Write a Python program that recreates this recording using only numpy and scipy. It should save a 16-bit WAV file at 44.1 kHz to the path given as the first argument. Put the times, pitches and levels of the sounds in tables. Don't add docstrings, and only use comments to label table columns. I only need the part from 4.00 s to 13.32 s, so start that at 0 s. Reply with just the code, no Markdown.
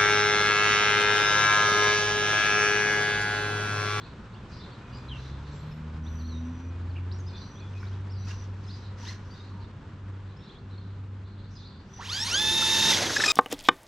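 import sys
import numpy as np
from scipy import signal
from scipy.fft import rfft, irfft
from scipy.io import wavfile
from scipy.ndimage import uniform_filter1d

SR = 44100
rng = np.random.default_rng(int(sys.argv[2]) if len(sys.argv) > 2 else 0)


def bounce(signal):
    frames = np.transpose(np.atleast_2d(signal))
    limited = np.clip(frames, -1, 1)
    pcm = np.round(limited * 32767).astype(np.int16)
    wavfile.write(sys.argv[1], SR, pcm)


def how_loud(loudness_db):
    steps = np.asarray(loudness_db, float) / 20
    return 10 ** steps


N = 411012

# (frequency [Hz], level [dB])
SHELL = [(680, -36), (950, -16), (1650, -14), (2050, -19.5), (3450, -1.5), (5600, 1.5), (7400, -11.5),
         (11000, -12)]
FULL_TURNS_HZ = 890
THROTTLE_OFF_S, UNLOAD_DB = 8.948, 17


def rms_one(x):
    return x / np.sqrt(np.mean(np.abs(x) ** 2) + 1e-20)


def times(start=0):
    return np.arange(start, N) / SR


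def in_time(rows, start=0):
    s, *columns = np.transpose(rows)
    return [np.interp(times(start), s, c) for c in columns]


def window(t0, t1, start, fade):
    t = times(start)
    return np.clip(np.minimum(t - t0, t1 - t) / fade, 0, 1)


def bump(x, middle, width):
    return np.exp(-((x - middle) / width) ** 2)


def bumps_db(rows, t, width_s):
    return sum(db * bump(t, s, width_s) for s, db in rows)


def at_hz(points, hz):
    point_hz, value = np.transpose(points)
    return np.interp(np.log(hz), np.log(point_hz), value)


def slow(rate, size):
    r = np.exp(-2 * np.pi * rate / SR)
    return rms_one(signal.lfilter([1], [1, -2 * r, r * r], rng.standard_normal(size + 4000))[4000:])


def line(hz, rough, width_hz, phase=None):
    rough = np.clip(rough, 0, 1)
    if phase is None:
        phase = rng.random()
    scatter = slow(width_hz, len(hz)) + 1j * slow(width_hz, len(hz))
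    wobble = np.sqrt(1 - rough) + np.sqrt(rough / 2) * scatter
    turning = np.exp(2j * np.pi * (np.cumsum(hz) / SR + phase))
    return np.sqrt(2) * np.real(wobble * turning) * (hz < 14200)


def noise(spectrum, size, patchy_db, likeness=None):
    # (frequency [Hz], likeness [0-1])
    outdoors = [(30, 0.97), (60, 1), (180, 0.99), (530, 0.9), (1560, 0.72), (4640, 0.58), (13800, 0.24)]
    hz = np.maximum(np.arange(size // 2 + 1) * SR / size, 1)
    inside = (hz > spectrum[0][0]) & (hz < spectrum[-1][0])
    alike = np.clip(at_hz(likeness or outdoors, hz), 0, 1)
    mid, side = rfft(rng.standard_normal((2, size))) * how_loud(at_hz(spectrum, hz)) * inside
    both = irfft(np.sqrt(1 + alike) * mid + np.sqrt(1 - alike) * side * [[1], [-1]], size)
    return rms_one(both * how_loud(patchy_db * slow(23, size)))


def car():
    # (time [s], rolling noise level [dB], left minus right [dB])
    passing = [
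        (7.97, -28, -5),
        (8.08, -50, -3),
        (8.28, -44, -3),
        (8.45, -41.5, -3),
        (8.75, -38.5, -3),
        (8.93, -33, -2.5),
        (9.03, -40.5, -1),
        (9.15, -42, -1),
        (9.32, -35.5, 3.5),
    ]
    start = round(7.9 * SR)
    hiss_db, pan_db = in_time(passing, start)
    near = motor(start) + brake(start) + knocks(start)
    near = near + tyres(start, hiss_db) * window(7.96, 10, start, .17) ** 2
    middle = signal.butter(4, [350, 4600], "band", fs=SR, output="sos")
    shaded = signal.sosfiltfilt(middle, near)
    lows = signal.sosfiltfilt(signal.butter(4, 4500, fs=SR, output="sos"), near)
    lag = .27 * np.minimum(pan_db, 0)
    out = np.zeros((2, N))
    out[:, start:] = near + (np.tanh(0.048 * pan_db) * shaded + lag * np.gradient(lows, axis=1)) * [[1], [-1]]
    return out


def motor(start):
    turns = rotor_turns(start)
    out = rotor(turns, start) + gears(turns, start) + whine(turns, start) + magnetic_pull(turns, start)
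    return out * window(7.985, 9.09, start, 0.0047)


def rotor_turns(start):
    # (time [s], turn rate [Hz])
    spin_up = [
        (8.0, 48),
        (8.055, 148),
        (8.128, 352),
        (8.245, 455),
        (8.275, 520),
        (8.36, 800),
        (8.405, 860),
        (8.5, 874),
        (8.545, 890),
    ]
    # (time [s], turn rate [Hz])
    run_out = [
        (8.7, 890),
        (8.8, 890),
        (8.87, 895),
        (8.903, 908),
        (8.945, 828),
        (8.98, 725),
        (9.09, 340),
    ]
    turns = uniform_filter1d(in_time(spin_up + run_out, start)[0], round(.02 * SR))
    turns = turns + 1.0 * turns / FULL_TURNS_HZ * slow(6, len(turns))
    return turns - 12 * bump(times(start), 8.635, .045)


def unloading(off_s, start):
    return np.clip((times(start) - off_s) / 0.012, 0, 1)


def chassis_shake_db(turns, start):
    return 11 * bump(turns, 761, 61) * (times(start) < THROTTLE_OFF_S)


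def unbalance_share(turns):
    return np.clip((np.maximum.accumulate(turns) - 805) / 55, 0, 1)


def rotor(turns, start):
    # (multiple of the turn rate, level to the rotor [dB], noisy share [0-1], noise width [Hz])
    tones = [(.236, -4, 0.02, 15), (.39, -6, 0.3, 6), (1, 2, 0, 28), (1.5, -14, 0.39, 71),
             (2, 1.3, 0.17, 52), (3, 2.5, 0.15, 23), (4.005, 6, 0.03, 40), (5, -1, 0.12, 40),
             (5.93, 1.5, 0.2, 37), (6.003, 3, 0.2, 50), (7.004, 3, 0.14, 40), (8, -2, 0.5, 83),
             (9.85, -13, .5, 130), (14.7, -10.5, .8, 200)]
    # (multiple of the turn rate, level to the rotor [dB])
    wheel = [(.157, -8), (.315, -11)]
    # (multiple of the turn rate, level to the rotor [dB])
    side_lines = [(2.4, -13), (4.282, -5), (4.457, -9), (4.548, -7), (5.807, -11), (6.145, -7),
                  (7.893, -10), (7.948, -9)]
    unbalance = unbalance_share(turns)
    level_db = -42.5 + 12 * np.log2(turns / FULL_TURNS_HZ)
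    level_db = level_db + 9 * (times(start) - 8.6)
    level_db = level_db + chassis_shake_db(turns, start)
    level_db = level_db - 0.38 * UNLOAD_DB * unloading(8.925, start)
    out = np.zeros(len(turns))
    for k, db, rough, width_hz in tones:
        needs_unbalance = round(k) % 2 == 1 or k < 1
        out += how_loud(level_db + db) * line(k * turns, rough, width_hz) * unbalance ** needs_unbalance
    for k, db in wheel:
        out += how_loud(level_db + db) * line(k * turns, 0.22, 16) * unbalance
    for k, db in side_lines:
        out += how_loud(level_db + db) * line(k * turns, .2, 20) * unbalance
    return out


def radiated_db(hz):
    return at_hz(SHELL, hz) + 3.5 * (np.cos(2 * np.pi * hz / 1094) - 1)


def gears(turns, start):
    slip_s, regrip_s = 8.246, 8.33
    mesh = 4.14 * turns
    unload_db = UNLOAD_DB * unloading(THROTTLE_OFF_S, start) + 8 * bump(times(start), slip_s, 0.0067)
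    shake_db = chassis_shake_db(turns, start)
    mesh_db = -28 + at_hz(SHELL, mesh) + 0.18 * shake_db - unload_db
    mesh_db = mesh_db - 6 * (1 - window(8.09, 10, start, 0.15))
    out = how_loud(mesh_db) * line(mesh, .1, 160, phase=0)
    axle = .079 * turns
    below = how_loud(mesh_db - 4) * line(mesh - axle, .08, 60, phase=0)
    above = how_loud(mesh_db - 8) * line(mesh + axle, .08, 60, phase=.5)
    out += unbalance_share(turns) * (below + above)
    second_db = -36.5 + radiated_db(2 * mesh) + 1.1 * shake_db - .4 * unload_db
    out += how_loud(second_db) * line(2 * mesh, 0.35, 90)
    third_db = -33 + radiated_db(3 * mesh) - unload_db - 7 * window(slip_s, regrip_s, start, .015)
    return out + how_loud(third_db) * line(3 * mesh, 0.55, 140)


def whine(turns, start):
    # (time [s], height [dB])
    swells = [
        (8.002, 9),
        (8.057, 5),
        (8.125, 7),
        (8.212, 6),
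        (8.255, 4),
        (8.28, 4),
    ]
    pitch = 18.2 * turns
    swell_db = bumps_db(swells, times(start), 0.014)
    out = np.zeros(len(turns))
    for k, db in ((1, 0), (2, -17)):
        thin_db = 9 * np.maximum(k * pitch - 9800, 0) / 1000.0
        level_db = -40 + db - thin_db + swell_db + 3.2 * slow(22, len(turns)) - 6
        level_db = level_db + 0.37 * at_hz(SHELL, pitch)
        out += how_loud(level_db) * line(k * pitch, 0.56, 160) * window(7.97, 8.6, start, 0.025)
    return out


def magnetic_pull(turns, start):
    # (multiple of the turn rate, level [dB], on [s], off [s])
    pulls = [
        (6, -52, 8.04, 8.085),
        (4.14, -50, 8.065, 8.25),
        (8.28, -48, 8.1, 8.3),
        (2, -45, 8.195, 8.32),
        (2, -43, 8.31, 8.52),
        (6, -49, 8.29, 8.36),
        (8.28, -45, 8.3, 8.375),
        (9.85, -45, 8.3, 8.365),
    ]
    return sum(how_loud(db) * line(k * turns, .1, 40) * window(on, off, start, .02) for k, db, on, off in pulls)


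def brake(start):
    # (multiple of its pitch, level [dB])
    orders = [(1, 1), (2, 2.5), (3, -1.5), (4, 3), (4.3, -6.5), (5.001, -22), (5.999, -1), (7, -15),
              (8, -27)]
    # (time [s], length [s], pitch [Hz], level [dB], loss of the lowest and highest multiples [dB])
    grabs = [
        (9.159, 0.018, 1250, -37.5, 6),
        (9.187, 0.019, 1283, -43, 2),
        (9.215, 0.015, 1290, -33.5, 2),
        (9.239, 0.013, 1270, -35, 0),
        (9.259, 0.013, 1260, -32, 1),
        (9.278, 0.02, 1243, -30.5, 1),
        (9.299, .04, 1247, -30, 1),
    ]
    out = np.zeros(N - start)
    for s, length, hz, db, edge_loss_db in grabs:
        at = round(s * SR)
        pitch = np.full(N - at, hz)
        stack = np.zeros(N - at)
        for k, order_db in orders:
            loss_db = edge_loss_db * (k < 2.5 or k > 5.5)
            stack += how_loud(order_db - loss_db + rng.normal(0, 1.5)) * line(k * pitch, .2, 90)
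        out[at - start:] += how_loud(db) * stack * window(s, s + length, at, 0.0026)
    return out


def knocks(start):
    # (time [s], peak level [dB], ring pitch [Hz], time to fall 60 dB [s])
    hits = [(8.623, -21, 1365, 0.038), (8.8283, -20.5, 1870, 0.018), (8.928, -17, 2010, 0.027),
            (8.971, -19, 2160, 0.027), (8.986, -21, 1450, .03), (9.007, -25, 700, 0.027),
            (9.036, -24, 750, .03), (9.046, -23, 2100, .025), (9.066, -23, 3250, .04),
            (9.021, -23, 708, 0.036), (9.029, -26, 403, 0.041), (9.059, -25.5, 300, 0.046),
            (9.07, -27.5, 550, .03), (9.0958, -18.5, 1660, 0.021), (9.104, -23, 1420, .025),
            (9.157, -27.5, 6450, .07), (9.1628, -16, 1660, 0.028), (9.1665, -12, 1714, 0.032),
            (9.18, -22, 5480, .03), (9.19, -20.5, 3850, .025), (9.192, -23, 350, 0.042),
            (9.2, -15.5, 1520, 0.029), (9.2052, -13, 1760, 0.03), (9.21, -23.5, 5500, 0.036),
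            (9.2202, -15.5, 3700, 0.02), (9.2377, -9.5, 1766, 0.037), (9.259, -17, 5200, .035)]
    out = np.zeros(N - start + SR)
    t = np.arange(SR // 8) / SR
    dull = signal.butter(2, 4000, fs=SR, output="sos")
    for s, db, hz, t60 in hits:
        crack = signal.sosfilt(dull, rng.standard_normal(len(t)))
        ring = np.sin(2 * np.pi * hz * t) + 0.29 * np.sin(2 * np.pi * hz * 1.13 * t) + 0.36 * crack
        at = round(s * SR) - start
        out[at:at + len(t)] += how_loud(db - 1.0 - 60 * t / t60) * np.minimum(t / 0.00091, 1) * ring
    return out[:N - start]


def tyres(start, hiss_db):
    # (frequency [Hz], level per Hz [dB])
    roar_colour = [(71, -37), (120, -6.5), (353, 1.5), (711, -3), (1240, -8.5), (1640, -3.5), (2500, -10.5),
                   (3250, -34), (5500, -120)]
    # (frequency [Hz], level per Hz [dB])
    hiss_colour = [(530, -81), (900, -6), (1190, -16), (1750, -9), (2380, -12), (2720, -8), (2850, -8.5),
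                   (3650, -3), (4960, -6.5), (6210, -4.5), (8340, -20), (10900, -22), (13300, -27.5),
                   (14300, -47)]
    # (time [s], change of level [dB])
    skips = [
        (8.971, 1.5),
        (9.0, 0),
        (9.028, 2),
        (9.05, -2),
        (9.068, 2),
        (9.086, -3),
    ]
    # (frequency [Hz], likeness [0-1])
    point = [(100, 0.98), (3800, 0.98), (4700, .9995), (6700, .9995), (7100, .7), (8700, .7),
             (9500, .999), (11800, .999), (12800, .4)]
    t, size = times(start), N - start
    hiss_db = hiss_db + bumps_db(skips, t, 0.011)
    since_lock = t - 9.025
    jolt = np.clip(1 + since_lock / 0.055, 0, 1) * np.exp(-np.maximum(since_lock, 0) / 0.19)
    roar_db = hiss_db - 4.5 + 10 * jolt - 5 * window(8.03, 8.31, start, 0.043)
    hiss = noise(hiss_colour, size, 1.2, point)
    for edge_hz, arrive_s, rise_s in ((3020, 7.99, 0.02), (6700, 8.0, 0.08)):
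        top = signal.sosfiltfilt(signal.butter(2, edge_hz, "high", fs=SR, output="sos"), hiss)
        hiss = hiss - top * (1 - window(arrive_s, 10, start, rise_s))
    return how_loud(roar_db + 3.5) * noise(roar_colour, size, 1.5, point) + how_loud(hiss_db + 9.5) * hiss


def controller():
    # (on [s], off [s], tone level [dB], octave level [dB])
    touches = [(0.86, 1.325, -77, -94), (2.034, 2.42, -62, -93), (2.418, 2.71, -68.5, -95),
               (3.225, 3.36, -73, -94), (3.352, 3.615, -62, -92), (3.74, 3.895, -87, -89),
               (4.176, 4.306, -62.5, -86), (4.303, 4.453, -58.5, -89), (4.7, 4.86, -72, -94),
               (4.99, 5.143, -60.5, -91), (5.264, 5.418, -75, -94), (7.886, 7.93, -69, -94),
               (7.926, 8.02, -53.5, -90)]
    tone = line(np.full(N, 5914), 0.56, 97)
    octave = line(np.full(N, 11800), .99, 220)
    out = np.zeros(N)
    for on, off, tone_db, octave_db in touches:
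        out += window(on, off, 0, 0.014) * how_loud(tone_db) * tone
        out += window(on - .02, off + .02, 0, 0.046) * how_loud(octave_db) * octave
    return out


def engine():
    # (time [s], firing rate [Hz], effort [dB])
    pulling_away = [(0.0, 51.2, -51), (.7, 59.8, -54), (1.2, 65.7, -38), (1.5, 72.1, -37.5),
                    (1.8, 77.6, -34), (2.4, 81.5, -33), (2.7, 86.8, -33.5), (3.2, 91.8, -33.5),
                    (3.6, 96.2, -35.5), (4.3, 95.8, -33.5), (4.6, 96.3, -39), (5.2, 97, -39),
                    (6.0, 96.45, -38), (7.0, 97.3, -37.5), (7.5, 97.1, -41.5), (8.3, 96.9, -43),
                    (9.32, 97.3, -46)]
    # (frequency [Hz], level [dB])
    exhaust = [(60, -5.5), (90, 0), (152, -4.5), (168, -18.5), (222, -25), (250, -7), (280, -28),
               (380, -26.5)]
    # (multiple of the firing rate, level [dB])
    orders = [(1.5, -18.5), (2, -0.5), (3, 0.3), (4, -0.7)]
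    # (time [s], depth [dB])
    fades = [(.72, 15), (1.69, 15), (2.6, 6), (3.48, 15), (5.32, 5.5), (5.83, 14), (6.5, 18), (7.85, 28),
             (8.6, 5), (9.2, 7)]
    firing, effort_db = in_time(pulling_away)
    fade_db = bumps_db(fades, times(), 0.13)
    out = how_loud(effort_db + at_hz(exhaust, firing) - fade_db) * line(firing, 0.0076, 5.1)
    for k, db in orders:
        out += how_loud(effort_db + db + at_hz(exhaust, k * firing)) * line(k * firing, 0.12, 5.4)
    return out


def bird_notes():
    # (time [s], middle pitch [Hz], peak level [dB])
    whits = [(.32, 4080, -63), (.345, 3130, -60), (1.51, 4000, -63), (1.57, 3700, -65),
             (2.053, 3640, -56.5), (6.43, 4000, -64), (6.41, 3900, -67), (3.855, 3930, -58.5),
             (3.915, 3300, -63), (4.682, 3830, -53.5), (4.75, 3890, -63), (6.392, 3700, -66),
             (6.45, 3600, -63), (6.492, 3700, -58), (6.562, 3820, -61), (7.63, 3800, -59)]
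    # (time [s], length [s], start pitch [Hz], end pitch
    # [Hz], peak level [dB])
    slurs = [(2.953, .014, 2950, 2350, -53.5), (2.966, 0.013, 3000, 2600, -48.5),
             (2.978, .014, 2600, 2250, -56), (1.26, .028, 3650, 4050, -56), (5.052, .055, 2750, 4250, -47),
             (6.362, .018, 4500, 5350, -66), (6.71, .045, 4350, 3750, -64.5), (5.64, .025, 3500, 3750, -63),
             (8.9, .02, 7200, 8600, -73), (1.148, .025, 2850, 2680, -47.5), (2.28, 0.11, 4560, 3720, -56),
             (3.184, .034, 7300, 6230, -60.5), (3.735, .02, 3000, 2300, -60),
             (3.113, 0.019, 3480, 5060, -46.5)]
    # (time [s], length [s], start pitch [Hz], end pitch [Hz], peak level
    # [dB])
    dives = [(1.082, .016, 4150, 3570, -50), (1.095, .054, 3300, 2540, -44.5),
             (2.184, 0.048, 4650, 3300, -61), (2.26, 0.02, 4200, 2800, -62),
             (2.895, .03, 4550, 3700, -66.5), (4.638, .024, 4700, 3320, -61),
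             (4.701, .018, 4380, 3330, -54), (3.55, 0.063, 3200, 4600, -59.5),
             (3.765, .035, 3160, 5300, -65)]
    # (time [s], length [s], edge pitch [Hz],
    # middle to edge [ratio], peak level [dB])
    arches = [(0.595, 0.064, 3500, 1.04, -56.5), (0.924, .026, 4850, .97, -58),
              (.944, 0.008, 2950, 1.03, -55.5), (2.242, 0.029, 3740, 1.16, -56),
              (3.263, 0.038, 4670, 1.1, -55), (3.41, .025, 4650, 0.86, -54.5),
              (4.097, 0.047, 4220, 1.3, -59), (5.057, 0.0744, 1620, 1.25, -51),
              (5.622, .016, 4250, 0.95, -61), (5.305, 0.051, 4500, 1.05, -57.5),
              (5.395, 0.019, 3840, 0.97, -57)]
    # (time [s], length
    # [s], pitch [Hz], peak level [dB])
    held = [(.008, 0.017, 3360, -59), (0.056, .02, 2550, -59), (0.499, .07, 2450, -67),
            (0.604, .045, 4000, -58), (0.712, 0.024, 4450, -59), (2.561, 0.23, 2460, -66.5),
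            (3.318, .06, 2470, -65), (3.35, .015, 4020, -56), (3.6, 0.033, 2480, -59),
            (3.798, .02, 5300, -64), (3.829, .006, 1150, -46.5), (3.829, 0.0048, 1890, -48),
            (4.27, .016, 1300, -54), (4.275, .02, 930, -53), (4.325, .022, 1050, -55),
            (4.326, .012, 1520, -55), (5.068, .008, 1000, -50), (5.108, .01, 1030, -51),
            (5.531, 0.13, 932, -58), (6.55, .018, 3330, -61), (6.492, .02, 3400, -60),
            (1.17, .012, 2980, -55), (4.27, .015, 2560, -53), (4.305, .015, 1656, -51.5),
            (4.67, .025, 5200, -58), (4.709, 0.047, 4900, -58), (5.03, .015, 960, -49.5),
            (7.245, .02, 4000, -64), (7.902, .06, 3450, -67), (.85, 0.52, 3480, -70.5),
            (.8, 0.13, 2470, -67), (.93, .07, 2475, -61), (1.0, .12, 2475, -69), (.97, 0.018, 7250, -66),
            (1.517, 0.094, 7480, -68), (1.55, .26, 11540, -85), (1.71, 0.019, 2600, -61),
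            (1.71, .025, 5240, -64), (2.053, .27, 11450, -82.5), (2.062, .25, 12700, -89),
            (3.125, 0.052, 5620, -62), (3.335, 0.052, 3530, -54), (3.603, 0.096, 3437, -59),
            (3.752, .035, 2505, -56), (3.8, .07, 2290, -61), (3.829, 0.006, 1490, -45),
            (4.183, 0.073, 3940, -61.5), (4.308, .012, 2760, -49), (5.518, .006, 1100, -50),
            (6.378, 0.05, 5350, -71), (6.435, .03, 5350, -70), (6.777, 0.014, 4280, -59),
            (7.554, 0.031, 4970, -55.5)]
    # (time [s], pitch [Hz], peak level [dB])
    trills = [
        (.947, 4850, -55),
        (.922, 2900, -58),
    ]
    notes = [(s, 0.035, [hz * .85, hz, hz * 1.21], db) for s, hz, db in whits]
    for rows, done_by_middle in ((slurs, .8), (dives, 0.27)):
        for s, length, first, last, db in rows:
            notes.append((s, length, [first, first + done_by_middle * (last - first), last], db))
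    notes += [(s, length, [hz, hz * bend, hz], db) for s, length, hz, bend, db in arches]
    notes += [(s, length, [hz, hz, hz], db) for s, length, hz, db in held]
    for s, hz, db in trills:
        notes += [(s + k * .0112, .008, [.98 * hz, hz, 1.02 * hz], db) for k in range(4)]
    return notes


def add_whistle(out, s, length, hz, db):
    u = np.linspace(0, 1, round(length * SR))
    pitch = np.polyval(np.polyfit([0, .5, 1], hz, 2), u)
    at = round(s * SR)
    out[at:at + len(u)] += how_loud(db) * np.sin(np.pi * u) ** 0.3 * line(pitch, 0.34, 110)


def birds():
    # (time [s], length [s], centre pitch [Hz], level [dB])
    twitter = [(0.0, .1, 4020, -65.5), (0.511, 0.1, 4700, -63.5), (0.599, 0.16, 3900, -64.5),
               (0.919, 0.094, 4580, -70), (1.173, 0.19, 4190, -64), (1.444, 0.27, 4010, -65.5),
               (3.265, 0.2, 4340, -60), (4.119, 0.27, 4560, -64.5), (4.68, 0.17, 4460, -61.5),
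               (5.312, 0.3, 4380, -63.5), (6.249, .12, 3810, -73.5), (6.392, .15, 3910, -66.5),
               (6.687, 0.25, 4050, -68.5), (7.238, 0.1, 4100, -71.5), (7.371, .12, 4110, -70),
               (7.5, 0.13, 5600, -72), (7.553, 0.25, 4250, -60)]
    near, far = np.zeros((2, N))
    for note in bird_notes():
        add_whistle(near, *note)
    for s, length, hz, db in twitter:
        for when, low, rise, long in rng.random((20, 4)):
            glide = hz * (.78 + .24 * low + (.08 + .2 * rise) * np.array([0, .4, 1]))
            add_whistle(far, s + length * when ** 1.3, 0.011 + .018 * long, glide, db - 5 * when)
    t = np.arange(SR // 4) / SR
    tails = how_loud(-60 * t / .36) * rng.standard_normal((2, len(t))) * (t > .008)
    tails = tails + 0.23 * tails[::-1]
    echoed = how_loud(-36.0) * near + how_loud(-27.0) * far
    return near + 0.78 * far + signal.fftconvolve(echoed[None], tails, axes=1)[:, :N]


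def street():
    # (time [s], level [dB])
    traffic = [
        (0, -53.5),
        (1.2, -52.5),
        (2.2, -54.5),
        (5.3, -55.5),
        (5.9, -57),
        (7.2, -59),
        (9.32, -59.5),
    ]
    # (frequency [Hz], level per Hz [dB])
    rumble = [(12, -40), (20, -9), (92, -3), (115, -5), (151, -9.5), (200, -7.5), (312, -19.5),
              (500, -25.5), (650, -49.5), (1100, -120)]
    # (frequency [Hz], level per Hz [dB])
    murmur = [(180, -27), (300, -5), (467, -9.5), (555, -9), (600, -12), (761, -13), (1010, -8),
              (1110, -10.5), (1480, -11), (2050, -18.5), (3400, -22.5), (7850, -37.5), (13000, -78.5)]
    # (frequency [Hz], level per Hz [dB])
    scuff = [(710, -38), (1200, -12.5), (1970, -2), (2320, -26), (2730, -9.5), (5960, -4.5), (8550, -30),
             (14000, -37.5)]
    # (time of peak [s], length [s], level [dB])
    scuffs = [(0.537, 0.11, -63.5), (1.24, 0.19, -60.5), (1.516, 0.26, -64.5), (3.814, 0.39, -63),
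              (4.304, 0.092, -49.5), (4.426, 0.14, -60.5), (4.723, 0.3, -62), (4.998, 0.048, -60),
              (5.085, 0.12, -46.5), (5.357, 0.47, -66), (7.567, 0.13, -66), (7.972, .2, -61)]
    middle_db, = in_time(traffic)
    rumble_db = -45 + 0.38 * (middle_db - middle_db.mean())
    out = how_loud(rumble_db) * noise(rumble, N, 0.86) + how_loud(middle_db + 2.5) * noise(murmur, N, 0.94)
    swell = sum(how_loud(db) * bump(times(), s, length / 2.1) for s, length, db in scuffs)
    gritty = signal.butter(2, [900, 3000], "band", fs=SR, output="sos")
    grit = signal.sosfilt(gritty, rng.standard_normal(N))
    out += swell * how_loud(3.5 + 3.0 * slow(70, N)) * grit
    return out + swell * how_loud(1.5 * slow(150, N)) * noise(scuff, N, 1.2)


def scene():
    return car() + controller() + engine() + birds() + street()


def low_pass(x):
    return signal.sosfilt(signal.butter(12, 14360, fs=SR, output="sos"), x)


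def record(dry):
    heard = signal.sosfilt(signal.butter(2, 32.6, "high", fs=SR, output="sos"), dry)
    heard = signal.sosfilt(signal.cheby2(8, 30, 13900, fs=SR, output="sos"), heard)
    return low_pass(heard)


dry = scene()
out = record(dry)
bounce(out)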